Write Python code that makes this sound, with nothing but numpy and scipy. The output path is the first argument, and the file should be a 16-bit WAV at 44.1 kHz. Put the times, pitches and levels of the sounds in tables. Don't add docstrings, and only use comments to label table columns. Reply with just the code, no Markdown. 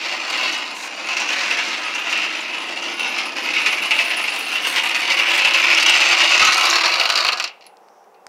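import sys
import numpy as np
from scipy import signal
from scipy.fft import rfft, irfft
from scipy.io import wavfile
from scipy.ndimage import uniform_filter1d, minimum_filter1d

SR = 44100
rng = np.random.default_rng(int(sys.argv[2]) if len(sys.argv) > 2 else 0)


def wav_out(sig):
    wavfile.write(sys.argv[1], SR, np.round(np.clip(np.atleast_2d(sig).T, -1, 1) * 32767).astype(np.int16))


N = 365148
TIME = np.arange(N) / SR
USUAL_DB = -20.5

# time_s, grains_per_s, echo_db, castor_db
ROUTE = [(0, 742, -6, -8), (3.4, 625, -2.5, -9), (4.6, 645, -6, -11), (5.6, 464, -13.5, -11.5),
         (6.6, 450, -19, 0), (7.4, 196, -16.5, -1.5)]
# start_s, level_db
SETTLING_KNOCKS = [(7.476, -3), (7.609, -20.5), (7.622, -21), (7.641, -25), (7.654, -24), (7.666, -19),
                   (8.144, -35)]
def jack():
    _, frame_db, castor_db = np.transpose(BUMPS)
    road = grains(curve(ROUTE), spread_db=3) * patches() * undb(USUAL_DB)
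    bumps = clanks(frame_db)
    settle_s, settle_db = np.transpose(SETTLING_KNOCKS)
    settling = blows(settle_s, undb(settle_db))
    rattle = frame(road, bumps, settling)
    castor_knocks = clanks(castor_db) + settling
    rattle = rattle + plates(road, bumps) + castors(road, castor_knocks)
    return rattle + grit(road, (frame_db + castor_db) / 2)


# pitch_hz, level_db
FRAME_TONE = [(900, -61.5), (1600, -25), (1900, -3.5), (2300, -0.5), (2750, 4), (2950, -1), (3120, -5),
              (3700, -10), (5500, -41), (12000, -57.5), (16000, -75)]
# pitch_hz, width_hz, boost_db
FRAME_RINGS = [(2070, 70, 1), (2235, 130, 1.5), (2490, 110, 1), (2720, 150, 1), (2887, 140, 2)]
def frame(road, bumps, settling):
    damping = undb(curve(COARSE_GROUND, column=2))
    force = road * shaking(.82) * damping + bumps * undb(-1) + settling
    sound = colour(steel(force, ring_s=.03, tail_s=.27, tail_db=-10.5), FRAME_TONE)
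    for hz, width, db in FRAME_RINGS:
        band = signal.lfilter(*signal.iirpeak(hz, hz / width, fs=SR), sound)
        sound = sound + band * (undb(db) * patches(db=.7, per_s=22) - 1)
    return sound


# pitch_hz, level_db
PLATE_TONE = [(200, -37), (450, -9.5), (560, -3), (750, -2), (900, -1.5), (1100, -3), (1550, -4),
              (1750, -1.5), (2600, -28.5), (5000, -44.5), (16000, -65)]
# pitch_hz, width_hz, boost_db
PLATE_FRONT_RINGS = [(760, 43, 3.2), (1020, 130, 5.7), (1278, 130, 6), (1460, 100, 3.7)]
PLATE_SIDE_RINGS = [(690, 120, 8.9), (1056, 160, 9.5), (1243, 220, 12), (1530, 330, 7.8)]
def plates(road, bumps):
    side = side_on()
    force = (road * shaking(.54) * undb(-7) + bumps * undb(-12)) * undb(-1.5 * side)
    ringing = steel(force, ring_s=.038, tail_s=.18, tail_db=-1)
    front = colour(ringing * undb(-5.5 * side), PLATE_TONE, PLATE_FRONT_RINGS)
    return front + colour(ringing * side * undb(6.5), PLATE_TONE, PLATE_SIDE_RINGS)


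# pitch_hz, level_db
CASTOR_TONE = [(1500, -44), (3000, -20.5), (3800, -2.5), (4400, -2), (5200, -4), (6100, -7), (6600, -12),
               (7200, -11.5), (7900, -22.5), (9000, -22.5), (11000, -31), (16000, -39)]
# pitch_hz, width_hz, boost_db
CASTOR_RINGS = [(4620, 82, 3.1), (5150, 90, 3), (7600, 70, 4)]
SWIVEL_RINGS = [(3950, 350, 5.3), (4350, 1000, 14), (4680, 100, 5), (5200, 460, 5.6)]
def castors(road, knocks):
    side = side_on()
    force = road * shaking(.74) * undb(curve(ROUTE, column=3)) + knocks
    ringing = steel(force, ring_s=.021, tail_s=.1, tail_db=-7)
    chatter = steel(force * side ** 3 * undb(-.5), ring_s=.025, tail_s=.12, tail_db=-10.5, size=4096)
    front = colour(ringing * undb(-5.5 * side), CASTOR_TONE, CASTOR_RINGS)
    return front + colour(chatter, CASTOR_TONE, SWIVEL_RINGS)


# start_s, frame_db, castor_db
BUMPS = [(1.169, 2, -2), (1.505, 9, -17), (1.581, 8.5, -17), (2.098, -18, -1), (2.24, 3, -8),
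         (2.995, 4, -5), (3.185, 6.5, -1.5), (3.535, 7, -6), (3.548, 2, -9), (3.661, 14, 1), (3.672, 5, -1),
         (3.727, 8, -6), (3.78, 5.5, -17), (3.908, 13.5, 2.5), (3.92, -1, -10), (3.989, 13.5, 0),
         (4.004, 2, -1), (4.103, 9, -11), (4.193, 6, -19), (4.24, 7.5, -15), (4.279, 6, -3), (4.556, 7, -7),
         (4.761, 9.5, 0), (4.782, 10, -2), (4.946, 11, 0), (5.102, 11.5, 0), (5.117, 0, 3.5),
         (5.169, 3.5, -3), (5.2987, 9, -11), (5.335, 11.5, 0), (5.379, 8.5, -2), (5.4479, 17, 1.5),
         (5.48, 8, -8), (5.536, 8, 4), (5.637, 10, -8), (5.702, 13, 0), (5.799, 5, 6), (5.865, 10, 4.5),
         (6.004, 11, -1), (6.217, 12.5, -7), (6.378, 0, 2), (6.451, 3.5, 8.5), (6.522, 9, 13),
         (6.61, 7.5, 1), (6.708, 2.5, 11.5), (6.733, 4, 9), (6.756, 10, 15), (6.809, 5.5, -0.5),
         (6.858, 6.5, 6.5), (6.894, 0, -7.5), (6.917, 5, 4.5), (6.94, 5, 6), (6.998, 10, 11),
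         (7.012, 10.5, 0.5), (7.026, 1, 2), (7.055, 9.5, 9.5), (7.091, 7.5, 6), (7.1, 13.5, 13),
         (7.124, 5.5, 6), (7.14, -1, -11), (7.155, 8.5, 13), (7.176, 9, 9), (7.187, 7, 7), (7.206, 1, 9),
         (7.228, 2, 0), (7.248, 14, 9), (7.266, 6, 6), (7.279, 6, 3), (7.287, 14, 8), (7.321, 7, 4),
         (7.332, 2, 3), (7.373, -7, 0), (7.399, 11, 6.5), (7.424, -17, 2), (7.441, 6.5, 8)]
def clanks(db, bounce_s=.0035):
    times, force = np.array(BUMPS)[:, 0], 0
    bounce_db = np.interp(times, [6.6, 7.2], [-2, -10])
    for k in range(6):
        force = force + blows(times, undb(db + k * bounce_db))[::(-1) ** k]
        times = times + bounce_s * rng.uniform(.46, 2, len(times))
    return force


# time_s, level_db
PUSHES = [(0, -28), (.08, -23), (.22, -29.5), (.44, -16.5), (.72, -28), (.97, -30.5), (1.17, -19),
          (1.65, -20.5), (1.8, -24.5), (2.04, -28), (2.16, -21), (2.32, -26), (2.45, -29.5), (2.85, -26),
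          (3.1, -23), (3.33, -28.5), (3.5, -18.5), (3.8, -24.5), (4.08, -21.5), (4.26, -28), (4.5, -26),
          (4.72, -21), (5.05, -19.5), (5.3, -16), (5.45, -14.5), (5.75, -10.5), (6.1, -11), (6.47, -13.5),
          (6.8, -19.5), (7.25, -27), (7.45, -41)]
def shaking(growth):
    return undb(growth * (curve(PUSHES) - USUAL_DB)) * moving()


def moving(stop_s=7.51, brake_s=.11):
    return np.clip((stop_s - TIME) / brake_s, 0, 1)


def side_on(start_s=6, end_s=6.82):
    return np.interp(TIME, [start_s, end_s], [0, 1])


# start_s, level_db, pitch_hz
SWIVEL_CLACKS = [(6.859, -8, 4420), (6.92, -16, 4380), (6.94, -18, 4740), (6.999, -10, 4420),
                 (7.011, -15, 4200), (7.055, -12, 4140), (7.101, -18, 4300), (7.156, -16.5, 4950),
                 (7.174, -16, 4690), (7.187, -17, 4680), (7.206, -20, 4270), (7.248, -18, 4300),
                 (7.281, -11, 4320), (7.321, -22, 3980), (7.331, -10, 4280), (7.399, -27, 4732),
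                 (7.442, -22, 4680)]
# pitch_ratio, level_db, ring_s
SWIVEL_NOTES = [(1, 0, .04), (1.085, -8, .022), (.93, -9, .022)]
def swivels():
    out = np.zeros(N)
    for start_s, db, hz in SWIVEL_CLACKS:
        notes = [(hz * ratio, note_db, ring_s) for ratio, note_db, ring_s in SWIVEL_NOTES]
        add(out, start_s, chime(undb([db]), notes))
    return out


# time_s, grinding_db, single_cracks_db
SAND = [(0, -45, -42), (.35, -32.5, -36), (1, -38, -44), (1.3, -31.5, -44), (2.4, -34, -43),
        (3.4, -41, -50), (3.9, -18, -24), (4.8, -14, -35.5), (5.4, -22.5, -36.5), (6.2, -36, -37.5),
        (6.7, -22, -27), (7.3, -24.5, -31.5)]
# pitch_hz, level_db
SAND_TONE = [(2500, -12), (6000, -6.5), (8500, -5), (10500, -9), (11500, -10.5), (13500, -13.5),
             (16000, -20)]
def grit(road, bump_db):
    cracks = grains(130, spread_db=9) * undb(USUAL_DB + curve(SAND, column=2))
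    grinding = road * undb(curve(SAND)) * patches(db=3.5, per_s=18)
    force = (cracks + grinding) * shaking(.85) + clanks(bump_db - 18.5)
    return colour(steel(force, ring_s=.007, tail_s=.07, tail_db=-20), SAND_TONE)


# start_s, level_db, pitch_hz, fade_s
STONES = [(.041, -40, 5500, 0.11), (.1, -39, 5900, .08), (.299, -21, 4600, 0.078), (.324, -28, 6100, .05),
          (.3735, -23, 5200, .05), (.433, -30, 4600, 0.11), (.523, -27, 6100, 0.09),
          (.543, -25, 6200, 0.06), (.578, -31, 8300, .05), (.959, -32, 4500, .05), (1.088, -29, 5800, .05),
          (1.1992, -27, 7300, .07), (1.3319, -29, 5600, 0.1), (1.3912, -30, 6400, .05),
          (1.508, -29, 4800, 0.053), (1.6826, -28, 5800, .05), (1.948, -24, 5900, 0.08),
          (2.123, -24, 5670, .05), (2.176, -26, 4700, .05), (2.4034, -31, 7100, .06), (3.6, -30, 5900, .04),
          (4.95, -24.5, 5900, 0.05), (5.353, -20, 5200, .03), (5.6169, -23, 6100, .03),
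          (5.747, -15, 5500, .03), (5.83, -15, 4700, 0.047), (5.864, -15, 6000, .025),
          (5.897, -16.5, 8200, 0.046), (5.9731, -23, 8400, .03), (6.004, -19.5, 5850, 0.027),
          (6.031, -20, 6150, 0.028), (6.089, -20.5, 4500, 0.035), (6.263, -19.5, 4500, 0.045),
          (6.291, -16, 4594, .03), (6.3138, -18, 7500, .025), (6.378, -16, 6200, .03),
          (6.4495, -5.5, 6100, .025), (6.473, -15.5, 6100, .05), (6.544, -10, 4700, .035),
          (6.57, -14, 4600, 0.05), (6.61, -18, 6950, .03), (6.655, -7, 4700, .03),
          (6.699, -11, 6300, 0.033)]
# pitch_hz, level_db
STONE_TONE = [(1500, -22.5), (4000, 1), (7000, 0.5), (10000, -10.5), (13000, -14.5), (16000, -24.5)]
def crunches(ragged_db=5, width_hz=900, boost_db=13.5, size=6144):
    out = np.zeros(N)
    for start_s, db, hz, fade_s in STONES:
        noise = rng.standard_normal(size)
        flicker = unit(uniform_filter1d(rng.standard_normal(size), size=48))
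        spurt = unit(noise * undb(ragged_db * flicker)) * fade(fade_s, size) * undb(db)
        add(out, start_s, colour(spurt, STONE_TONE, [(hz, width_hz, boost_db)]))
    return out


# time_s, scrape_db, frame_db
COARSE_GROUND = [(0, -26.5, 0.5), (.35, -23.5, -3), (.9, -54.5, -2.5), (1.4, -25, -2), (2.3, -29, 1.5),
                 (3.2, -42, -2.5), (3.7, -32, 0.5), (4.3, -25.5, 0), (5.5, -31, -0.5), (6.5, -33, 0.5),
                 (7.2, -34.5, -2)]
# pitch_hz, level_db
SCRAPE_TONE = [(700, -32.5), (1400, -1.5), (2000, 2.5), (3200, -3), (4300, -2), (6000, -12), (8000, -22),
               (16000, -43.5)]
def scrape():
    grinding = grains(1800, spread_db=1) * patches() * shaking(.73) * undb(curve(COARSE_GROUND))
    clatter = clanks(np.array(BUMPS)[:, 1] - 12)
    rasp = steel(grinding + clatter, ring_s=.0032, tail_s=.04, tail_db=-14.5, size=2048)
    return colour(rasp, SCRAPE_TONE)


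# time_s, level_db
HANDLE_HUM = [(0, -34.5), (1.2, -54), (2.1, -43.5), (2.5, -37), (3.5, -39), (4.1, -45.5), (5.2, -37.5),
              (6.3, -36), (6.75, -32), (7.2, -43)]
# pitch_hz, width_hz, boost_db
HANDLE_RINGS = [(337, 50, 5)]
# pitch_hz, level_db
HANDLE_TONE = [(150, -48.5), (300, -15), (340, 3.5), (380, -8), (700, -40)]
WHEEL_TONE = [(60, -27.5), (140, -20), (200, -5), (270, 0), (320, 2), (400, -6), (700, -8), (2000, -48.5)]
def rumble(boom_per_echo_db=.74):
    handle, wheels = grains(curve(ROUTE) * 2, spread_db=2.5)
    hum = handle * shaking(.27) * undb(curve(HANDLE_HUM))
    drum = wheels * shaking(.4) * undb(-31.5 + boom_per_echo_db * curve(ROUTE, column=2))
    return colour(hum, HANDLE_TONE, HANDLE_RINGS) + colour(drum, WHEEL_TONE)


# start_s, low_db, middle_db, top_db
JINGLE_THROWS = [(.707, -51, -60, -75), (.9, -53, -75, -80), (1.06, -47, -55, -77), (1.85, -47, -70, -72),
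                 (1.99, -50, -46, -68), (2.11, -52, -54, -75), (2.36, -49, -64, -77),
                 (2.584, -47, -62, -75), (2.63, -47, -62, -61), (2.88, -51, -62, -66),
                 (2.94, -46, -62, -64), (2.996, -39, -48, -45), (3.025, -45, -47, -53),
                 (3.077, -42, -51, -57), (3.18, -42, -54, -62), (3.259, -39, -60, -72),
                 (3.37, -58, -58, -66), (3.465, -52, -60, -66), (3.618, -39, -44, -54),
                 (3.705, -40, -56.5, -62), (3.745, -40, -54, -62), (3.822, -37, -40, -62),
                 (3.855, -36, -47, -62), (4.045, -46, -56, -45), (4.096, -35, -50, -60),
                 (4.1685, -27.5, -45, -54), (4.215, -49, -52, -60), (4.3, -42, -52, -60),
                 (4.335, -49, -54, -58), (4.389, -37, -32, -51), (4.425, -43, -46, -56)]
# pitch_hz, level_db, ring_s
JINGLE_NOTES = [(9660, 3, 0.093), (10100, 0.5, 0.11), (12371, -7.5, .12), (12682, 0, .11),
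                (15542, 0.5, .12), (15610, -8, .1)]
# time_s, level_db
SHIVER_LEVELS = [(0, -75), (1.7, -64), (2.1, -58), (3.1, -52.5), (3.8, -47), (4.4, -41.5), (4.6, -47.5),
                 (7.4, -69.5)]
# pitch_hz, level_db
SHIVER_TONE = [(7000, -35), (9000, -19), (9500, -2), (10100, -4), (10500, -23), (11500, -28), (12500, -17),
               (13500, -29.5), (15600, -34)]
# pitch_hz, width_hz, boost_db
SHIVER_RINGS = [(9660, 110, 5), (10040, 110, 7), (12371, 50, 13), (12682, 50, 25), (15542, 90, 18)]
def jingle(scatter_db=3):
    times, *pair_db = np.transpose(JINGLE_THROWS)
    force = grains(120, spread_db=4) * undb(curve(SHIVER_LEVELS)) * moving()
    scatter = scatter_db * rng.uniform(-1, 1, (len(times), len(JINGLE_NOTES))).T
    note_db = np.repeat(pair_db, 2, axis=0) + scatter
    throws = sum(strike(times, db, [note]) for db, note in zip(note_db, JINGLE_NOTES))
    shiver = steel(force, ring_s=.04, tail_s=.15, tail_db=-3.5)
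    return throws + colour(shiver, SHIVER_TONE, SHIVER_RINGS)


# pitch_hz, level_db
SCUFF_TONE = [(3000, -40), (6000, 11), (9000, 1), (12000, -8), (15500, -14)]
def scuff(start_s=.74, rise_s=.017, hold_s=.115, fall_s=.018):
    swell = np.interp(TIME, start_s + np.cumsum([0, rise_s, hold_s, fall_s]), [0, 1, 1, 0])
    return colour(grains(8200, spread_db=3, contacts=1)[0] * swell * undb(-38.5), SCUFF_TONE)


# start_s, level_db
LAST_TICKS = [(7.7706, -26), (7.886, -27), (8.0426, -35), (8.145, -45), (8.267, -5.5)]
# pitch_hz, level_db
TICK_TONE = [(200, -12.5), (1200, 7), (3000, 0), (6000, 4.5), (8500, -7.5), (12500, -25), (16000, -40)]
HISS_TONE = [(3500, -30), (5000, -9), (5650, 2), (6400, -9), (8000, -28)]
# pitch_hz, level_db, ring_s
PING_NOTES = [(9800, -9, .25), (10840, -2, 0.021), (10840, 7, 0.056), (11450, -4, .025), (11900, -5, .035)]
SETTLING_NOTES = [(2500, -6, .4), (2690, -6, .7)]
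def at_rest(hiss_start_s=7.76, hiss_length_s=.36):
    ping = strike(times_s=[7.665], db=-46, notes=PING_NOTES)
    frame_ring = strike(times_s=[8.145], db=-57, notes=SETTLING_NOTES)
    swell = np.sin(np.pi * np.clip((TIME - hiss_start_s) / hiss_length_s, 0, 1))
    hiss = colour(rng.standard_normal(N) * swell * undb(-65), HISS_TONE)
    times, db = np.transpose(LAST_TICKS)
    ticks = steel(blows(times, undb(db), contacts=1), ring_s=.0044, tail_s=.053, tail_db=-31)
    return ping + frame_ring + hiss + colour(ticks, TICK_TONE)


def garage(sound, ring_s=1.0, treble_ring_s=.5, split_hz=3200, delay_s=.012, dull_hz=6000):
    decay = fade(ring_s)
    noise = rng.standard_normal(len(decay))
    low = signal.sosfilt(signal.butter(4, split_hz, fs=SR, output="sos"), noise)
    response = (decay * low + fade(treble_ring_s) * (noise - low)) / np.linalg.norm(decay)
    response[:int(delay_s * SR)] = 0
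    echo = ring(sound * undb(curve(ROUTE, column=2)), response)
    return signal.sosfilt(signal.butter(2, dull_hz, fs=SR, output="sos"), echo)


# pitch_hz, level_db
TRAFFIC_TONE = [(35, -73.5), (60, -44), (91, -41.5), (190, -17), (282, -18), (438, -4), (648, -6),
                (762, -1), (1670, -19.5), (4310, -35), (5430, -32), (8230, -37), (15000, -39.5)]
# pitch_hz, width_hz, boost_db
FAR_DRONE = [(810, 56, 3.3)]
def traffic():
    return colour(rng.standard_normal(N), TRAFFIC_TONE, FAR_DRONE) * undb(-49.5)


def undb(db):
    return 10 ** (np.asarray(db) / 20)


def curve(rows, column=1):
    rows = np.array(rows)
    return np.interp(TIME, rows[:, 0], rows[:, column])


def unit(x):
    return x / np.sqrt(np.mean(x ** 2))


def fade(ring_s, size=22050):
    return np.exp(-np.log(1000) * np.arange(size) / SR / ring_s)


def ring(x, response):
    return signal.oaconvolve(x, response)[:N]


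def add(out, start_s, sound):
    part = out[int(start_s * SR):][:len(sound)]
    part += sound[:len(part)]


def colour(x, tone, rings=(), size=4096):
    hz = np.arange(size // 2 + 1) * SR / size
    tone_hz, tone_db = np.transpose(tone)
    db = np.interp(np.log(hz + 1), np.log(tone_hz), tone_db)
    for centre, width, boost in rings:
        db = db + boost / (1 + (2 * (hz - centre) / width) ** 2)
    cepstrum = irfft(np.log(undb(db)))
    response = irfft(np.exp(rfft(2 * cepstrum[:size // 2], size)))
    return ring(x, response / np.linalg.norm(response))


def blows(times_s, sizes, contacts=2):
    force = np.zeros((contacts, N))
    samples = np.clip((np.asarray(times_s) * SR).astype(int), 0, N - 1)
    np.add.at(force, (np.arange(len(samples)) % contacts, samples), sizes)
    return force


def grains(per_s, spread_db, contacts=2):
    force = (rng.random((contacts, N)) < per_s / SR / contacts) / np.sqrt(per_s)
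    hit = force > 0
    sizes = np.minimum(-np.log(rng.random((contacts, N))[hit]), 3)
    force[hit] *= undb(spread_db * sizes) * (-1) ** np.arange(len(sizes))
    return unit(force) / np.sqrt(contacts)


def patches(db=1.35, per_s=28):
    size = int(SR / per_s)
    steps = np.repeat(rng.standard_normal(N // 500)[:N // size + 1], size)[:N]
    return undb(db * uniform_filter1d(steps, size // 4))


def steel(forces, ring_s, tail_s, tail_db, size=8192):
    decay = fade(ring_s, size) + undb(tail_db) * fade(tail_s, size)
    out = np.zeros(N + 2 * size)
    for k, force in enumerate(forces):
        edges = np.r_[0, np.arange((k + 1) * size // len(forces), N, size), N]
        for a, b in zip(edges, edges[1:]):
            response = decay * rng.standard_normal(size)
            out[a:b + size - 1] += signal.fftconvolve(force[a:b], response / np.linalg.norm(response))
    return out[:N]


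def chime(force, notes, size=11025):
    response = sum(undb(db) * fade(ring_s, size) * np.sin(2 * np.pi * hz * TIME[:size])
                   for hz, db, ring_s in notes)
    return ring(force, response)


def strike(times_s, db, notes):
    return chime(blows(times_s, undb(db), contacts=1)[0], notes)


def scene():
    direct = jack() + swivels() + crunches() + scrape() + rumble() + jingle() + scuff() + at_rest()
    night = traffic()
    return (direct * undb(-2.5) + garage(direct) * undb(-8.5) + night)[None]


def record(dry, low_cut_hz=130, top_hz=15700, limit=.61, ratio=10, release_s=.016):
    thin = signal.sosfilt(signal.butter(3, low_cut_hz, "high", fs=SR, output="sos"), dry)
    excess = np.log(np.maximum(np.abs(thin) / limit, 1))
    held = np.maximum.accumulate(excess + TIME / release_s) - TIME / release_s
    held = uniform_filter1d(-minimum_filter1d(-held, size=14), size=14)
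    limited = thin * np.exp(-held * (1 - 1 / ratio))
    return signal.sosfilt(signal.ellip(10, .2, 80, top_hz, fs=SR, output="sos"), limited)


dry = scene()
out = record(dry)
wav_out(out)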